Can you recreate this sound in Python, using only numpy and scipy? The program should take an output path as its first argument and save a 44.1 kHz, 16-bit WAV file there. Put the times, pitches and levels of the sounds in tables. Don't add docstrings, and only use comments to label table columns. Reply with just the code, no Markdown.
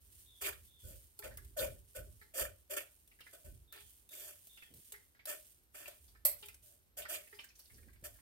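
import sys
import numpy as np
from scipy import signal
from scipy.fft import next_fast_len
from scipy.io import wavfile
from scipy.ndimage import uniform_filter1d

SR = 44100
rng = np.random.default_rng(int(sys.argv[2]) if len(sys.argv) > 2 else 0)


def transcribe(u):
    v = np.clip(np.atleast_2d(u).T, -1, 1)
    q = np.round(v * 32767).astype(np.int16)
    wavfile.write(sys.argv[1], SR, q)


N = 362042
TIME = np.arange(N) / SR
GRID = np.fft.rfftfreq(8192, 1 / SR)
EAR_DELAY = 10


def gain_of(db):
    return 10 ** (np.asarray(db) / 20)


def evened(x):
    return x / np.sqrt(np.mean(x ** 2) + 1e-20)


def read(points, hz=GRID):
    f, value = np.transpose(points)
    return np.interp(np.log(hz + 1), np.log(f + 1), value)


def add(mix, s, sound):
    part = mix[:, max(round(s * SR), 0):][:, :sound.shape[1]]
    part += sound[:, :part.shape[1]]


def colour(x, db):
    half = np.log(gain_of(np.maximum(db, -100)))
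    mirrored = np.r_[half, half[-2:0:-1]]
    taps = np.fft.ifft(np.exp(np.conj(signal.hilbert(mirrored)))).real
    taps = np.array(taps[:len(half)], ndmin=x.ndim)
    return signal.oaconvolve(x, taps, axes=-1)[..., :x.shape[-1]]


def wander(per_s):
    knots = rng.standard_normal(N // 8)
    return evened(np.interp(TIME * per_s, np.arange(len(knots)), knots))


def spread(three, diffuse_db):
    direct = np.array([three[0], np.roll(three[0], EAR_DELAY)])
    return evened(direct + gain_of(diffuse_db) * three[1:])


def noise(diffuse_db):
    return spread(rng.standard_normal((3, N)), diffuse_db)


def crackle(per_s, spread_db, diffuse_db):
    boost_db = spread_db * np.minimum(rng.exponential(1, (3, N)), 4)
    size = rng.standard_normal((3, N)) * gain_of(boost_db)
    happens = rng.random((3, N)) < per_s / SR
    return spread(size * happens, diffuse_db)


def ring(modes, t):
    return sum(gain_of(db - 60 * t / t60) * np.sin(2 * np.pi * (hz * t + rng.random()))
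               for hz, db, t60 in modes)


def placed(x, echo_db, echo_s):
    t = TIME[:SR // 16]
    paths = rng.standard_normal((2, len(t))) * np.exp(-t / echo_s)
    paths *= gain_of(echo_db) / np.linalg.norm(paths[0])
    paths[[0, 1], [0, EAR_DELAY]] += 1
    return signal.fftconvolve(x[None], paths / np.linalg.norm(paths[0]), axes=1)


def gestures(start, length, db, lean_db, attack_s, fade_db_per_s, arch_db=0):
    t = TIME[::32]
    age = t[:, None] - start
    along = np.clip(age / length, 0, 1)
    level = db + lean_db * (along - .5) - arch_db * (2 * along - 1) ** 2
    level = level - fade_db_per_s * np.maximum(age - length, 0)
    each = np.clip(age / attack_s, 0, 1) * gain_of(level)
    return np.interp(TIME, t, np.linalg.norm(each, axis=1))


# [frequency_hz, t60_s]
KITCHEN_DECAY = [(200, 0.28), (600, 0.29), (2500, 0.29), (8000, 0.22), (16000, 0.2)]


def kitchen(x, room_db):
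    t = TIME[:SR // 2]
    taps = rng.standard_normal((2, len(t))) * (rng.random((2, len(t))) < .12) * (t > .006)
    hz, when, bands = signal.stft(taps, SR, nperseg=256)
    decay = gain_of(-60 * when / read(KITCHEN_DECAY, hz)[:, None])
    tail = signal.istft(bands * decay, SR, nperseg=256)[1]
    tail = tail / np.linalg.norm(tail[0])
    return x + gain_of(room_db) * signal.oaconvolve(x, tail, axes=1)[:, :N]


# [frequency_hz, relative level_db]
QUIET_SPECTRUM = [(15, -46), (25, -10.5), (70, -5.5), (166, 0), (326, -2), (796, -10.5), (4490, -15.5),
                  (9070, -22), (10400, -26), (12200, -4.5), (16000, -29.5)]
QUIET_DB = -76.5


def quiet():
    return gain_of(QUIET_DB) * evened(colour(noise(diffuse_db=3), read(QUIET_SPECTRUM)))


# [start_s, length_s, relative level_db]
PUSHES = [(0.0, 0.37, -70), (0.404, 0.23, -61), (0.825, 0.11, -51.5), (1.228, 0.29, -55.5),
          (1.597, 0.14, -49), (1.965, 0.14, -53.5), (2.395, 0.037, -48), (3.442, .12, -53),
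          (3.786, 0.089, -68), (5.984, 0.72, -70), (6.948, 0.08, -64.5), (7.706, 0.43, -62)]
PUSH_ATTACK_S, PUSH_SAG_DB, SHAKE_FADE_DB_PER_S = 0.026, -5.5, 115
TREMOR_DB = -75.5
# [frequency_hz, relative level_db]
RUMBLE_SPECTRUM = [(13, -61), (22, -30), (48, -1), (65, 0), (113, -9.5), (177, -25.5), (299, -27.5),
                   (337, -28), (372, -27), (400, -20), (520, -64), (880, -120)]
# [start_s, relative level_db, length_s]
BUMPS = [(1.596, -54.5, 0.075), (4.704, -64.5, 0.097), (7.733, -69.5, 0.19), (7.874, -51.5, 0.003),
         (8.025, -49, 0.0025)]
# [frequency_hz, relative level_db]
BUMP_SPECTRUM = [(20, -82), (70, 12.5), (250, 6), (500, 2), (1000, -25), (4000, -22.5)]


def counter(rumble_db=0, bump_db=-2):
    push = gestures(*np.transpose(PUSHES), PUSH_SAG_DB, PUSH_ATTACK_S, SHAKE_FADE_DB_PER_S)
    push = np.hypot(push, gain_of(TREMOR_DB))
    shake = colour(noise(diffuse_db=-5.5), read(RUMBLE_SPECTRUM))
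    shake = signal.hilbert(shake, next_fast_len(N))[:, :N]
    shake = evened(shake.real / (abs(shake) + 1e-9) ** 0.19)
    thud = evened(colour(noise(diffuse_db=-23), read(BUMP_SPECTRUM)))
    start, db, length = np.transpose(BUMPS)
    bump = gestures(start, length, db, lean_db=-4.5, attack_s=0.0041, fade_db_per_s=1500)
    return gain_of(rumble_db) * shake * push + gain_of(bump_db) * thud * bump


# [start_s, relative level_db]
WHISTLES = [(0.259, -69.5), (.67, -70.5), (3.675, -72), (4.09, -68), (4.49, -69)]


def whistling(start_hz=3600, fall_hz=400, length_s=0.19, fuzz_per_s=450, whistle_db=0):
    out, t = np.zeros((2, N)), TIME[:SR // 4]
    pitch = start_hz - fall_hz * np.minimum(t / length_s, 1.2) ** 2
    shape = np.minimum(t / 0.0028, 1) * np.exp(-(t / length_s) ** 3)
    for s, db in WHISTLES:
        fuzz = (wander(fuzz_per_s) + 1j * wander(fuzz_per_s))[:len(t)]
        tone = fuzz * np.exp(2j * np.pi * np.cumsum(pitch) / SR)
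        add(out, s, gain_of(db + whistle_db) * placed(tone.real * shape, echo_db=6.5, echo_s=0.057))
    return out


# [start_s, relative level_db]
KNOCKS = [(1.195, -54), (1.254, -57), (2.215, -66), (3.762, -62), (4.93, -60), (6.428, -58.5), (7.329, -58)]
# [frequency_hz, relative level_db, t60_s]
CAVITY_MODES = [(407, 3, 0.21), (540, -28, 0.064), (860, -4, 0.15), (1352, -1, 0.18)]


def knocking(knock_db=-5, soft_s=0.00091):
    out, t = np.zeros((2, N)), TIME[:SR // 4]
    cushion = 1 - np.exp(-t / soft_s)
    for s, db in KNOCKS:
        knock = ring(CAVITY_MODES, t) * cushion
        add(out, s, gain_of(db + knock_db) * placed(knock, echo_db=-8, echo_s=0.0033))
    return out


# [start_s, length_s, relative level_db, central pitch_hz]
DRIBBLE = [(4.446, .24, -77, 2630), (6.081, .05, -60, 4830), (7.229, .28, -63, 2330),
           (7.354, 0.39, -59.5, 5550), (7.721, .49, -63.5, 1927)]
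DRIBBLE_PER_S, DRIBBLE_SPREAD_DB = 19, 7
DRIBBLE_PITCH_SPREAD = 0.35


def dribble():
    drops = []
    for start, length, db, hz in DRIBBLE:
        turn = np.arange(0, length, 1 / DRIBBLE_PER_S)
        late, size, pitch = rng.random((len(turn), 3)).T - .5
        when = start + turn + late / DRIBBLE_PER_S
        level = db + DRIBBLE_SPREAD_DB * size
        drops.append(np.c_[when, level, hz * np.exp(DRIBBLE_PITCH_SPREAD * pitch)])
    return np.vstack(drops)


# [start_s, relative level_db, first bubble's initial pitch_hz]
DRIPS = [(1.2217, -48.5, 1820), (1.258, -55, 2070), (1.3098, -53, 1760), (1.3789, -54.5, 1650),
         (2.2139, -53.5, 1830), (3.1136, -62, 2350), (3.1887, -58, 1980), (3.2065, -50.5, 2770),
         (3.2655, -52, 1970), (4.5732, -52.5, 2760), (4.6228, -52, 2300), (4.9387, -49, 2010),
         (5.1496, -60.5, 1900), (5.1924, -56, 2180), (5.8568, -44.5, 2530), (6.1499, -61, 1810),
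         (6.4268, -48, 3060), (6.4846, -50.5, 2480), (7.0198, -45, 3060), (7.0509, -45, 1850),
         (7.3262, -55.5, 1840), (7.3896, -43.5, 2780), (7.4386, -55.5, 1880)]


def dripping(drip_db=-1, cycles=6, spatter_s=.011, fade_s=0.012, rise=2, splash_db=-17, count=14):
    out, t = np.zeros((2, N)), TIME[:SR // 10]
    splash_spectrum = read([(500, -6.0), (1800, -2.0), (5000, 5.5), (12000, -40.0)])
    for s, db, hz in np.vstack([DRIPS, dribble()]):
        delay = np.r_[0, rng.exponential(spatter_s, count - 1)][:, None]
        stray = np.r_[0, rng.standard_normal(count - 1)][:, None]
        pitch = hz * np.exp(.2 * stray)
        age = np.maximum(t - delay, 0)
        fading = np.exp(-age * pitch / cycles - delay / fade_s - abs(stray) / 2)
        bubbles = np.sin(2 * np.pi * pitch * age * (1 + rise * age)) * fading
        splat = bubbles.sum(0)
        splat /= np.sqrt(uniform_filter1d(splat ** 2, size=128).max())
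        splash = evened(colour(rng.standard_normal(len(t)), splash_spectrum))
        splat += gain_of(splash_db) * splash * np.exp(-t / 0.028)
        add(out, s, gain_of(db + drip_db) * placed(splat, echo_db=5.5, echo_s=0.0085))
    return out


# [frequency_hz, relative level_db, t60_s]
STEEL_MODES = [(595, -2, 0.052), (8100, 6, 0.098), (9400, -25.5, 0.167), (11900, -20.5, 0.15),
               (11900, -5, .16), (12165, -9.5, 0.23), (12417, 13, 0.067), (14000, -0.5, .18),
               (14800, -18, 0.3), (13700, -5, 0.12)]


def blow(crack_s, ring_db, dull_db):
    t = np.arange(SR // 3) / SR
    bright = [(250, dull_db - 26.5), (560, dull_db - 3), (1000, dull_db - 7.5), (2600, dull_db),
              (6000, dull_db), (8000, -5.5), (10000, -2.2), (12500, -2.0), (16000, -4)]
    crack = colour(rng.standard_normal(len(t)) * np.exp(-t / crack_s), read(bright))
    return crack + gain_of(ring_db) * ring(STEEL_MODES, t)


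# [start_s, relative level_db]
CLINK = [(6.2508, 6), (6.2522, 3), (6.2555, -9), (6.2574, -18), (6.2578, 1.5)]


def clinking(clink_db=-15):
    out = np.zeros((2, N))
    for s, db in CLINK:
        strike = blow(crack_s=.0007, ring_db=-31, dull_db=-14)
        add(out, s, gain_of(db + clink_db) * placed(strike, echo_db=2.5, echo_s=0.0065))
    return out


# [start_s, relative level_db]
TICKS = [(1.1905, -35.5), (1.3725, -38.5), (1.4474, -50), (3.0749, -53.5), (3.2052, -48.5), (3.7245, -43.5),
         (4.09, -46.5), (4.4704, -48), (4.739, -47), (4.9212, -36), (5.2552, -33.5), (6.4582, -42.5),
         (6.4845, -41), (6.543, -45.5), (7.443, -46.5), (7.592, -46.5), (7.9329, -57), (8.0441, -54)]


def ticking(tick_db=2):
    out = np.zeros((2, N))
    for s, db in TICKS:
        touch = blow(crack_s=.003, ring_db=-29, dull_db=-9)
        add(out, s, gain_of(db + tick_db) * placed(touch, echo_db=4.5, echo_s=0.0066))
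    return out


# [start_s, length_s, relative level_db]
SWEEPS = [(0.0, 0.11, -68.5), (0.107, 0.12, -63.5), (0.33, .34, -67), (0.783, 0.25, -63.5),
          (1.159, 0.34, -68), (1.67, 0.064, -63), (1.867, 0.36, -67.5), (2.447, 0.16, -72),
          (2.8, 0.19, -69), (3.064, 0.16, -73), (3.232, 0.31, -67.5), (3.717, .22, -63), (4.295, 0.35, -65),
          (4.743, 0.21, -63), (5.33, 0.15, -63.5), (5.722, .37, -68.5), (6.37, 0.089, -61.5),
          (6.615, 0.067, -65), (7.2, 0.18, -65), (7.548, 0.25, -66.5), (7.863, 0.25, -77),
          (8.068, 0.11, -67)]
SWEEP_ATTACK_S, SWEEP_SAG_DB, SETTLE_DB_PER_S = 0.018, 0, 82
# [frequency_hz, relative level_db]
FIZZ_SPECTRUM = [(880, -54), (1500, -19), (1920, -16.5), (2340, -16.5), (2970, -10), (4160, -12.5),
                 (5170, -11), (7760, -8), (9010, 0), (10300, -5), (12000, -2.5), (14900, -8), (16000, -9.5)]


def pulp(fizz_db=0, patchy_db=1):
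    stir = gestures(*np.transpose(SWEEPS), SWEEP_SAG_DB, SWEEP_ATTACK_S, SETTLE_DB_PER_S, arch_db=0.5)
    stir = stir * gain_of(patchy_db * wander(per_s=75))
    bursts = crackle(per_s=6100, spread_db=3.0, diffuse_db=8.0)
    return gain_of(fizz_db) * stir * evened(colour(bursts, read(FIZZ_SPECTRUM)))


# [start_s, length_s, change over the stroke lean_db, friction hiss_db, rasp_db, strainer hum_db]
STROKES = [(0.407, 0.076, 7.5, -40.5, -44.5, -56), (0.833, 0.13, -3, -58.5, -75, -64),
           (1.229, 0.019, 19.5, -52.5, -58.5, -52.5), (1.564, 0.077, 1, -40, -47.5, -37.5),
           (1.946, 0.041, 5, -51.5, -62, -49), (2.336, 0.079, 16.5, -41, -49, -46),
           (2.695, .048, 3, -44.5, -51.5, -47.5), (2.762, 0.025, -7, -37, -43, -49.5),
           (3.324, 0.019, 5.5, -55.5, -64, -60.5), (3.439, 0.032, 2, -60, -71, -61.5),
           (3.72, 0.083, -10, -72, -58.5, -79), (4.104, 0.21, 2.5, -51, -63, -65.5),
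           (5.265, 0.076, -4.5, -43, -51, -51.5), (5.741, 0.2, -16, -56.5, -60.5, -67),
           (5.876, 0.0096, -13, -45, -53, -54), (6.626, 0.12, 1, -68, -88, -76.5),
           (6.966, 0.039, 2, -45, -55.5, -52), (7.083, 0.1, -7.5, -43.5, -49.5, -53),
           (8.035, 0.027, 0.5, -46, -56, -56)]
BITE_S, STROKE_ARCH_DB = 0.0078, 5
LIFT_DB_PER_S, HUM_FADE_DB_PER_S = 319, 256
DIG_DB = 6
HUM_LINGER_S = 0.014
# [frequency_hz, relative level_db]
RASP_SPECTRUM = [(150, -31), (260, -10.5), (400, -8), (600, -12), (1050, -9.5), (1400, -10.5), (2500, 0),
                 (3700, -2), (5400, -14.5), (9000, -6.5), (11000, -9.5), (13300, -2.5), (16000, -21.5)]
# [frequency_hz, full width_hz, boost_db]
MESH_MODES = [(397, 34, 15), (788, 210, 3.5), (1255, 210, 9.5), (1826, 180, 12), (2110, 60, -13),
              (4700, 37, 4), (6830, 86, 9), (12300, 110, -21), (13240, 110, 4)]
# [frequency_hz, half width_hz, relative level_db]
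HUM_MODES = [(519.3, 14.8, -4.5), (572.5, 26.6, -5), (630.6, 14, -9.5), (1474, 7, -10)]
# [time_s, rise_hz]
HUM_RISE = [(0.4, 3), (2.4, 13.9), (4.1, 52), (8.0, 51.5)]


def scraping(rasp_db=1, treble_db=0, hum_db=-2, judder_db=1.64, grit_db=3.5, split_hz=5000):
    start, length, lean, hiss_level, rasp_level, hum_level = np.transpose(STROKES)
    friction = gestures(start, length, hiss_level, lean, BITE_S, LIFT_DB_PER_S, STROKE_ARCH_DB)
    rasp = gestures(start, length, rasp_level, lean + DIG_DB, BITE_S, LIFT_DB_PER_S, STROKE_ARCH_DB)
    hum = gestures(start, length + HUM_LINGER_S, hum_level, lean, BITE_S, HUM_FADE_DB_PER_S, STROKE_ARCH_DB)

    snaps = crackle(per_s=3000, spread_db=0.5, diffuse_db=4) * gain_of(judder_db * wander(per_s=130))
    mesh = read(RASP_SPECTRUM)
    mesh = mesh + sum(db / (1 + (2 * (GRID - hz) / width) ** 2) for hz, width, db in MESH_MODES)
    upper = 1 / (1 + (split_hz / (GRID + 1)) ** 8)
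    top = evened(colour(snaps, mesh + 10 * np.log10(upper + 1e-9)))

    body = 0
    for hz in np.geomspace(320, 4000, num=6):
        band_loss = 10 * np.log10(1 + (np.log((GRID + 1) / hz) / 0.18) ** 6)
        body = body + colour(snaps, mesh - band_loss) * gain_of(grit_db * wander(per_s=64))
    body = evened(body)

    bowl = sum(gain_of(db) / (1 + ((GRID - hz) / width) ** 2) for hz, width, db in HUM_MODES)
    note = signal.hilbert(colour(snaps, 20 * np.log10(bowl)), next_fast_len(N))[:, :N]
    rise_hz = np.interp(TIME, *np.transpose(HUM_RISE))
    note = note * np.exp(2j * np.pi * np.cumsum(rise_hz) / SR)
    note = evened(note.real / (abs(note) + 1e-9) ** 0.8)
    treble = gain_of(treble_db) * friction * top
    return gain_of(rasp_db) * rasp * body + treble + gain_of(hum_db) * hum * note


# [frequency_hz, left minus right level_db]
SIDES = [(300, 1), (420, 12.5), (500, -2.5), (570, 9), (700, -7), (1050, 6.5), (1300, -2.5), (1600, -2.5),
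         (2400, -7.5), (4500, 0.5), (7000, -7), (8000, -2), (9200, -6), (10700, 0), (12300, -6.5),
         (15000, 11)]


def scene():
    rasp = scraping()
    banded = placed(rasp[0], echo_db=14, echo_s=0.0057)[:, :N]
    strokes = .5 * rasp + 0.66 * banded
    mesh = kitchen(strokes + ticking(), room_db=-14.0) + kitchen(clinking(), room_db=-2) + pulp()
    mesh = np.array([colour(mesh[0], read(SIDES) / 2), colour(mesh[1], -read(SIDES) / 2)])
    juice = kitchen(dripping() + knocking() + whistling(), room_db=-6) * gain_of([[-1], [1]])
    return gain_of(1.5) * (mesh + juice) + counter() * gain_of([[-1.5], [1.3]]) + quiet()


EDGE_HZ = 15900


def record(dry):
    low_pass = signal.firwin(511, EDGE_HZ, window=("kaiser", 9), fs=SR)
    return signal.oaconvolve(dry, low_pass[None], "same")


dry = scene()
out = record(dry)
transcribe(out)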